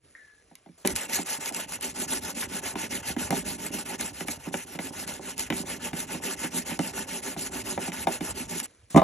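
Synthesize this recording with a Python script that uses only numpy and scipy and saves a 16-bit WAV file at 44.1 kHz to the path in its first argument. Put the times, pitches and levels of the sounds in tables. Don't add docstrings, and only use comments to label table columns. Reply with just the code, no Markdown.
import sys
import numpy as np
from scipy import signal
from scipy.fft import rfft, irfft, next_fast_len
from scipy.io import wavfile
from scipy.ndimage import uniform_filter1d, map_coordinates

SR = 44100
rng = np.random.default_rng(int(sys.argv[2]) if len(sys.argv) > 2 else 0)


def generate_wav(sig):
    pcm = np.round(np.clip(np.atleast_2d(sig).T, -1, 1) * 32767).astype(np.int16)
    wavfile.write(sys.argv[1], SR, pcm)


N = 398223

# turn in seconds, share of the stroke before top speed (held to 0.2-0.8),
# top hiss in dB, rising and falling shoulder in dB re that top, blade ring in dB, bench in dB.
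STROKES = [(0.848, 0.17, -36, 9, 0.5, -41, -36), (0.942, 0.15, -30.5, -4, -6, -36.5, -50),
           (1.077, 0.43, -26.5, -5, -7, -34, -45.5), (1.242, 0.52, -29.5, -6.5, -9, -37, -50.5),
           (1.392, 1, -31.5, -5, -4, -35.5, -49.5), (1.518, 0.35, -32, -6, -7.5, -36.5, -45.5),
           (1.667, 0.67, -33.5, -8, -14, -40.5, -49.5), (1.795, 0.25, -30.5, -10, -9, -36.5, -44),
           (1.936, 0.55, -29.5, -9.5, -4.5, -37.5, -41), (2.069, 0.58, -28.5, -4, -7, -36, -42.5),
           (2.203, 0.73, -31.5, -5.5, -9, -38.5, -43), (2.342, 0.24, -30.5, -5.0, -3.5, -39, -42),
           (2.474, 0.67, -31.5, -9.5, -5, -38.5, -41), (2.613, 0.35, -30, -6.5, -8.5, -37.5, -43.5),
           (2.747, 0.6, -32, -9, -7.5, -36, -41), (2.888, 0.21, -29.5, -9, -8, -35.5, -41),
           (3.019, 0.58, -32, -6.5, -11.5, -36, -47), (3.157, 0.27, -29.5, -12.5, -6.5, -36, -40),
           (3.301, 0.66, -31.5, -3.5, -8.0, -38, -37), (3.439, 0.37, -30.5, -4.5, -8, -36.5, -39),
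           (3.574, 0.64, -34, -4, -8.5, -38, -40), (3.711, 0.28, -30, -4.5, -6.5, -38.5, -43.5),
           (3.843, 1, -36.5, -2, -3, -38.5, -46), (3.976, 0.2, -29.5, -9, -10, -35.5, -43.5),
           (4.124, 0.87, -38.5, -3.5, -3, -44, -54), (4.255, 0.53, -34, -2.5, -5, -43.5, -51),
           (4.38, 1, -42.5, -5.5, -6, -46, -61), (4.515, 0.5, -36, -5, -5.5, -42, -54),
           (4.656, 0.84, -40.5, -5, -6, -45, -55), (4.785, 0.62, -35.5, -3.5, -5, -43, -47.5),
           (4.913, 0.67, -34, -7.5, -4, -40.5, -46), (5.063, 0.18, -34.5, 1.5, -8, -41, -43),
           (5.201, 0.68, -35, -7.5, -9, -41, -42.5), (5.354, 0.3, -32.5, -15, -9.5, -38, -46.5),
           (5.492, 0.58, -33, -11, -5.5, -42, -45), (5.642, 0.47, -32.5, -7.5, -7, -37.5, -43),
           (5.789, 0.65, -32, -8.5, -14, -36, -40), (5.922, 0.51, -32, -10, -4.5, -39, -41),
           (6.064, 0.45, -33.5, -7.5, -8, -37.5, -41.5), (6.207, 0.35, -30.5, -6.5, -5.5, -37, -41.5),
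           (6.359, 0.63, -32, -7.5, -7, -36, -46), (6.501, 0.48, -30, -8, -9, -36.5, -39),
           (6.644, 0.51, -32.5, -6, -8.5, -37, -44), (6.783, 0.47, -30.5, -14, -6.5, -37, -40.5),
           (6.924, 0.48, -32, -6, -8.5, -37, -42), (7.063, 0.58, -32.5, -4, -4.5, -38, -43.5),
           (7.214, 0.46, -34, -3.5, -5.5, -39.5, -45), (7.362, 1, -34, -0.5, -6.5, -42.5, -43.5),
           (7.502, 0.34, -34, -6.5, -3, -38.5, -41.5), (7.634, 0.63, -32.5, -4, -10, -39.5, -40.5),
           (7.785, 0.43, -33.5, -3, -5.5, -38, -45), (7.915, 0.72, -32, -2.5, -3, -38.5, -44),
           (8.062, 0.64, -35, -1, -5, -39.5, -44), (8.199, 0.7, -32.5, -6, -5.5, -39.5, -43),
           (8.339, 0.47, -34, -5.5, -12, -38.5, -41.5), (8.474, 0.5, -32, -5, -3.5, -38.5, -42.5),
           (8.626, 0.34, -37, -1, -5, -44, -62)]
# time in seconds, catch size in dB re steady grit.
COARSE_GRIT = [(.85, -4), (2.5, -9), (8.7, -9)]
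# frequency in Hz, level in dB.
HISS_COLOUR = [(1000, -30), (2500, -15), (5000, -9), (7000, -5), (7800, -7), (8600, -5), (9200, 1),
               (9800, -5), (10400, -3), (11500, -9), (12600, -20), (13800, -39), (16000, -54)]
# frequency in Hz, width in Hz, level in dB.
BLADE_RESONANCES = [(450, 234, -2.5), (554, 138, 3), (902, 167, 8), (931, 59, 10), (1170, 43, -19),
                    (1472, 82, 1.5), (1718, 130, 0), (2130, 226, 0), (2553, 390, 2.5), (2884, 790, -1)]
LIFT_S = 8.667
TURN_DB, HALT_DB = -55, -17.5
RISEN, BRAKES, HALTS = 0.16, 0.85, 0.96
CATCH_S = 0.0036
BRIGHTENS, TREBLE_HZ = 1.41, 9900

# time in seconds, clink in dB, thud and knock in dB re the clink.
KNOCKS = [(0.514, -54, 7.5, 4), (0.661, -49, 6, 1.5), (.689, -51.5, 11, -5), (0.8497, -18, 0, -4.5),
          (0.8582, -35, 2, -3), (1.1887, -22.5, -1, -9), (2.4236, -20, -34, -41), (2.43, -22, -30, -30),
          (2.7552, -23, 1, -7.5), (3.097, -38, 10, 1), (3.165, -24.5, 5.5, -8), (3.3063, -18, -5.5, -5.5),
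          (3.3267, -26.5, 8.5, 4.5), (3.7423, -30, 2.5, -19), (3.9971, -23.5, -10, -20),
          (4.2072, -22, -5.5, -13), (4.284, -18.5, -9, -14.5), (4.469, -35, 10.5, -3),
          (4.5416, -17.5, -6.5, -6.5), (4.751, -30.5, 0, -9), (4.7894, -20, -6.5, -12),
          (5.5021, -12.5, -9, -16), (5.524, -20, -4.5, -14), (5.5968, -33, 6.5, -14),
          (5.9316, -23, -1.5, -14), (6.1467, -26.5, 1.5, -9), (6.4432, -23, -2, -12),
          (6.717, -35.5, 6.5, 2), (6.7919, -18, 0.5, -7.5), (7.3646, -34.5, 7, 1), (7.7772, -24.5, 0, 3),
          (7.8796, -29.5, 6, -2.5), (7.919, -24.5, -14, -17), (8.0709, -14.5, -5.5, -1),
          (8.208, -22.5, 1, -11), (8.902, -56, 10.5, -5), (8.9457, -27, 18.5, 8.5),
          (8.9603, -17, 18.5, 5.5), (8.973, -13.5, -10, 1.5), (8.9804, -14, -15, -4),
          (8.9947, -19.5, -18, -11), (9.0168, -22, 2, 7)]
# time in seconds, level in dB.
BRIGHT_TICKS = [(0.554, -34), (0.8742, -12), (0.9555, -22), (0.9614, -17.5), (1.1335, -19), (1.459, -19),
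                (1.524, -31), (1.547, -24), (1.8103, -29), (3.3065, -18.5), (3.993, -34), (4.0104, -19),
                (4.2833, -24.5), (4.54, -27), (5.077, -28), (5.38, -27), (5.395, -21), (6.7912, -23),
                (8.6005, -18)]
# frequency in Hz, level in dB, t60 in seconds.
CLINK_MODES = [(1450, -6, .02), (1745, -4, .022), (2060, 0, .025), (2400, -3, .02), (2950, -4, .02),
               (3600, -4, .018)]
# frequency in Hz, level in dB, free t60 in seconds.
THUD_MODES = [(169, -0.5, 0.11), (190.6, 0, 0.081), (248.3, 1, 0.085), (313, -3, 0.073), (390, -9, 0.11),
              (455, -16.5, 0.14)]
KNOCK_MODES = [(589, -3.5, 0.06), (632, -4, 0.062), (779, 0, 0.03), (964, -9, 0.051), (1036, -4, 0.014),
               (1220, -17.5, 0.036)]
# frequency in Hz, level in dB, t60 in seconds.
LANDING_THUD_MODES = [(165, 0, .14), (219, -1, .065), (290, -3, .055), (345, -7, .05), (430, -12, .05)]
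LANDING_KNOCK_MODES = [(540, -9, .04), (600, -4, .045), (662, 0, .06), (790, -7, .045), (905, -9, .05),
                       (1050, -9, .05), (1190, -12, .05)]
KNOCK_TICK_DB = -18
TICK_CLINK_DB = -6.5
HELD = 0.32
THUD_RISE_S = 0.0025
ROCK_DB, ROCK_SCATTER_DB, ROCK_EARLY_S = -38, 3, 0.006

# time in seconds, level in dB.
RUMBLE_LEVEL = [(0, -75), (.84, -71), (.86, -52.5), (.93, -41), (1.0, -62), (2.1, -55), (3.35, -47),
                (3.9, -54), (5.45, -54), (5.56, -45.5), (5.7, -52.5), (7.3, -54), (8.2, -49.5), (8.63, -58),
                (8.7, -69), (8.94, -63), (8.97, -42)]
# frequency in Hz, level in dB.
RUMBLE_COLOUR = [(20, -43), (45, -2), (80, 2.5), (115, 0.5), (150, -9), (300, -64)]
# frequency in Hz, level in dB.
BOARD_COLOUR = [(100, -47), (170, -18.5), (250, 0.5), (330, -12), (390, 2), (470, -20), (700, -59)]

# start in seconds, level in dB, pitch in Hz at first, pitch in Hz in the tail,
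# width in Hz, t60 of the shop in seconds.
FAR_TAP = (.151, -43, 1830, 1690, 85, 1.2)

# start in seconds, level in dB, t60 in seconds.
SKIN_SLIDES = [(.775, -53.5, 0.89), (8.899, -41, 0.49), (8.96, -26, 0.1)]
# frequency in Hz, level in dB.
SKIN_COLOUR = [(60, -4), (300, 4), (700, 5.5), (2000, 1), (5000, 0), (9000, 10.5), (13000, -12)]
SLIDE_RISE_S = 0.0057
# time in seconds, level in dB.
AIR_LEVEL = [(0, -81), (.05, -61.5), (.7, -64.5), (8.675, -59.5), (8.89, -65)]
# frequency in Hz, level in dB.
AIR_COLOUR = [(20, 4), (100, 8), (220, 8.5), (450, 11.5), (900, 2), (1700, 6), (3500, 0), (8000, 1.5),
              (10000, 10.5), (11500, -17), (13000, -36)]

# frequency in Hz, lead of the left in radians.
CHANNEL_LEAD = [(0, 0), (600, .5), (860, 1.2), (1380, .2), (2240, 0), (2580, 1), (3960, .6), (4570, 1.9),
                (5250, 5.4), (6200, 6.3), (8350, 9.3), (9560, 9.5), (11800, 12.5), (15800, 14.6)]
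# frequency in Hz, left minus right in dB.
CHANNEL_LEAN = [(60, -1.5), (160, -3), (280, -6), (720, -5), (900, 2), (1360, 0), (2200, 0), (2800, -2.5),
                (5700, 0)]
# frequency in Hz, likeness from 0 to 1.
CHANNEL_LIKENESS = [(300, .99), (700, .88), (3000, .86), (5000, .88), (9000, .97)]
TOP_HZ = 15750


def strokes():
    top_db, blade_db = np.transpose(STROKES)[[2, 5]]
    size = amp(curve(COARSE_GRIT))
    rough = (1 + size * catches()) / np.sqrt(1 + size + size ** 2)

    steady = coloured(grit(spread_db=-0.5, patchy_db=2.5), HISS_COLOUR)
    squeal = unit(resonant(grit(spread_db=4.5, patchy_db=6), [(7850, 640, 0)]))
    hiss = amp(-2.5 + 1.25 * wobble(40)) * (steady + 1.05 * size * squeal)
    treble = filtered(hiss, lambda hz: 1 / (1 + (TREBLE_HZ / (hz + 1)) ** 16))
    speed = np.clip(sweep(0 * top_db), 0, 1)
    hiss = hiss + (1.14 * speed ** (BRIGHTENS - 1) - 1) * treble

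    blade = unit(resonant(grit(spread_db=-0.5, patchy_db=2.5), BLADE_RESONANCES))
    ring_gain = uniform_filter1d(sweep(blade_db), size=700)
    ring = amp(0.49 * wobble(30)) * ring_gain * rough ** 0.54 * blade
    return sweep(top_db) * rough * hiss + ring


def sweep(top_db):
    turn, share, _, rising_db, falling_db, *_ = np.transpose(STROKES)
    span = np.diff(turn, append=LIFT_S)
    share = np.clip(share, .2, .8)
    times = np.array([turn, turn + RISEN * span, turn + share * span, turn + BRAKES * span, turn + HALTS * span])
    flat = 0 * turn
    levels = amp(top_db + np.array([TURN_DB + flat, rising_db, flat, falling_db, HALT_DB + flat]))
    return np.interp(np.arange(N) / SR, times.T.ravel(), levels.T.ravel(), left=0, right=0)


def catches():
    hits = (rng.random(N) < 170 / SR) * rng.gamma(2, size=N).clip(0, 4)
    u = np.arange(SR // 50) / SR / CATCH_S
    return unit(signal.fftconvolve(hits, np.sqrt(u) * np.exp(-u))[:N])


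def grit(spread_db, patchy_db):
    slips = rng.standard_normal((2, N)) * amp(spread_db * wobble(900))
    spectrum = signal.stft(slips, nperseg=256)[2]
    patches = rng.standard_normal(spectrum.shape[1:])
    patches = uniform_filter1d(patches, size=5, axis=0)
    patches = uniform_filter1d(patches, size=9, axis=1)
    return signal.istft(spectrum * amp(patchy_db * unit(patches)), nperseg=256)[1][:, :N]


def knocks():
    clinks, rattle, ticks = steel_contacts()
    body = wood_contacts() + clinks
    body = filtered(body[:, :N], lambda hz: (1j * hz / (60 + 1j * hz)) ** 2)
    rattle = resonant(rattle[:, :N], [(900, 760, -2), (2160, 1260, 1.5)])
    norm = np.sqrt(np.mean(amp(along(HISS_COLOUR, np.arange(SR // 2))) ** 2))
    ticks = filtered(ticks[:, :N], lambda hz: amp(along(HISS_COLOUR, hz)) / norm)
    return body + rattle + ticks


def steel_contacts():
    t = np.arange(SR // 5) / SR
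    clinks, rattle, ticks = np.zeros((3, 2, N + SR))
    contacts = [(s, db, db + KNOCK_TICK_DB) for s, db, *_ in KNOCKS]
    contacts += [(s, db + TICK_CLINK_DB, db) for s, db in BRIGHT_TICKS]
    for row in range(2):
        for s, db, tick_db in contacts:
            add_at(clinks[row], s, amp(db - 7) * ringing(CLINK_MODES, t, rise=0.00091))
            burst = amp(db - 0.5 - 60 * t / 0.027) * (1 - np.exp(-t / 0.00022))
            add_at(rattle[row], s, burst * rng.standard_normal(len(t)))
            add_at(ticks[row], s, amp(tick_db - 60 * t / 0.011) * rng.standard_normal(len(t)))
    return clinks, rattle, ticks


def wood_contacts():
    t = np.arange(SR // 5) / SR
    body = np.zeros((2, N + SR))
    held_knock, held_rock = held(KNOCK_MODES), held(THUD_MODES + KNOCK_MODES[:3])
    for row in range(2):
        for s, db, thud_db, knock_db in KNOCKS:
            if s < LIFT_S:
                thud, knock, rise = THUD_MODES, held_knock, THUD_RISE_S
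            else:
                thud, knock, rise = LANDING_THUD_MODES, LANDING_KNOCK_MODES, .0008
            add_at(body[row], s, amp(db + thud_db) * ringing(thud, t, rise))
            add_at(body[row], s, amp(db + knock_db + 4.5) * ringing(knock, t, rise=0.00035))
        for s, *_ in STROKES[1:]:
            rock_db = ROCK_DB + ROCK_SCATTER_DB * rng.standard_normal()
            add_at(body[row], s - ROCK_EARLY_S, amp(rock_db) * ringing(held_rock, t, rise=0.0006))
    return body


def held(modes):
    return [(hz, db, t60 * HELD) for hz, db, t60 in modes]


def ringing(modes, t, rise):
    hz, db, t60 = np.transpose(modes)[:, :, None]
    strength_db = 2.5 * rng.standard_normal((len(modes), 1))
    detune = .015 * rng.standard_normal((len(modes), 1))
    waves = amp(db + strength_db - 60 * t / t60) * np.sin(2 * np.pi * hz * (1 + detune) * t)
    waves[1::2] *= -1
    ring = waves.sum(axis=0) * (1 - np.exp(-t / rise))
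    return ring / np.abs(ring).max()


def add_at(track, s, sound):
    start = round(s * SR)
    track[start:start + len(sound)] += sound


def bench():
    bumps = (rng.random(N) < 160 / SR) * amp(2.5 * rng.exponential(size=N).clip(0, 3))
    bumps = bumps * rng.choice([-1, 1], (2, N))
    modes = THUD_MODES + KNOCK_MODES[:2]
    thumps = resonant(bumps, [(hz, 2.24 / t60, db) for hz, db, t60 in modes])
    thumps = unit(filtered(thumps, lambda hz: 1 / (1 + 1j * hz / 420) ** 2))
    drone, rumble = uneven_noise(BOARD_COLOUR), uneven_noise(RUMBLE_COLOUR)
    push = uniform_filter1d(sweep(np.transpose(STROKES)[6]), size=2000)
    push = push * (np.arange(N) > STROKES[0][0] * SR)
    return push * (amp(0.5) * thumps + amp(-0.5) * drone) + amp(curve(RUMBLE_LEVEL) - 1.0) * rumble


def uneven_noise(colour):
    return coloured(amp(3.55 * wobble(20)) * rng.standard_normal((2, N)), colour)


def shop(x):
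    t = np.arange(SR // 5) / SR
    tail = uniform_filter1d(rng.standard_normal((2, len(t))), size=5) * amp(-60 * t / .12) * (t > .003)
    return signal.fftconvolve(x, tail / np.linalg.norm(tail[0]), axes=1)[:, :N]


def tap():
    s, db, first_hz, tail_hz, width_hz, t60 = FAR_TAP
    t = np.clip(np.arange(N) / SR - s, 0, None)
    blow = 7 * amp(-60 * t / 0.014) * np.sin(2 * np.pi * first_hz * t)
    early = 0.33 * amp(-150 * t / t60) * noise_band(first_hz, 4.7 * width_hz)
    pitch = tail_hz + (first_hz - tail_hz) * np.exp(-t / .08)
    ring = (1 + noise_band(0, width_hz)) * np.sin(2 * np.pi * np.cumsum(pitch) / SR)
    tail = 0.29 * amp(-60 * t / t60) * (1 - t / .27).clip(0) ** 0.14 * ring
    tone = amp(db) * (1 - np.exp(-t / .0015)) * ([[1], [0]] * blow + early + tail)
    middle, side = tone
    return np.array([middle + .5 * side, middle - .5 * side])


def noise_band(hz, wide):
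    return unit(filtered(rng.standard_normal((2, N)), lambda f: np.exp(-((f - hz) / wide) ** 2)))


def skin():
    gain = np.zeros(N)
    for s, db, t60 in SKIN_SLIDES:
        t = np.clip(np.arange(N) / SR - s, 0, None)
        gain += amp(db - 60 * t / t60) * np.clip(t / SLIDE_RISE_S, 0, 1)
    return gain * coloured(grit(spread_db=2.0, patchy_db=2.0), SKIN_COLOUR)


def air():
    return amp(curve(AIR_LEVEL)) * coloured(grit(spread_db=2.0, patchy_db=2.0), AIR_COLOUR)


def channels(pair):
    def mix(hz, side):
        turn = np.arccos(np.clip(along(CHANNEL_LIKENESS, hz), 0, 1)) / 2
        lead = np.exp(.5j * side * np.interp(hz, *np.transpose(CHANNEL_LEAD)))
        path = amp(side * along(CHANNEL_LEAN, hz) / 2) * lead
        return path * np.array([np.cos(turn), side * np.sin(turn)])
    return np.array([filtered(pair, lambda hz: mix(hz, side)).sum(axis=0) for side in (1, -1)])


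def amp(db):
    return 10 ** (np.asarray(db) / 20)


def unit(x):
    return x / np.sqrt(np.mean(x ** 2) + 1e-20)


def along(points, hz):
    f, v = np.transpose(points)
    return np.interp(np.log(hz + 1), np.log(f + 1), v)


def curve(rows):
    return np.interp(np.arange(N) / SR, *np.transpose(rows))


def wobble(rate):
    return map_coordinates(rng.standard_normal(int(N * rate / SR) + 4), [np.arange(N) * rate / SR])


def filtered(x, response):
    m = next_fast_len(N + SR // 2)
    return irfft(rfft(x, m) * response(np.fft.rfftfreq(m, 1 / SR)), m)[..., :N]


def coloured(x, colour):
    return unit(filtered(x, lambda hz: amp(along(colour, hz))))


def resonant(x, peaks):
    def response(f):
        return sum((-1) ** k * amp(db) * 1j * f * width / (hz * hz - f * f + 1j * f * width)
                   for k, (hz, width, db) in enumerate(peaks))
    return filtered(x, response)


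def scene():
    blows = knocks()
    near = strokes() + blows + bench() + amp(-12) * shop(blows) + skin() + air()
    return channels(near) + tap()


def record(dry):
    rounded = dry / (1 + np.abs(dry / .95) ** 4) ** .25
    return filtered(rounded, lambda hz: hz < TOP_HZ)


dry = scene()
out = record(dry)
generate_wav(out)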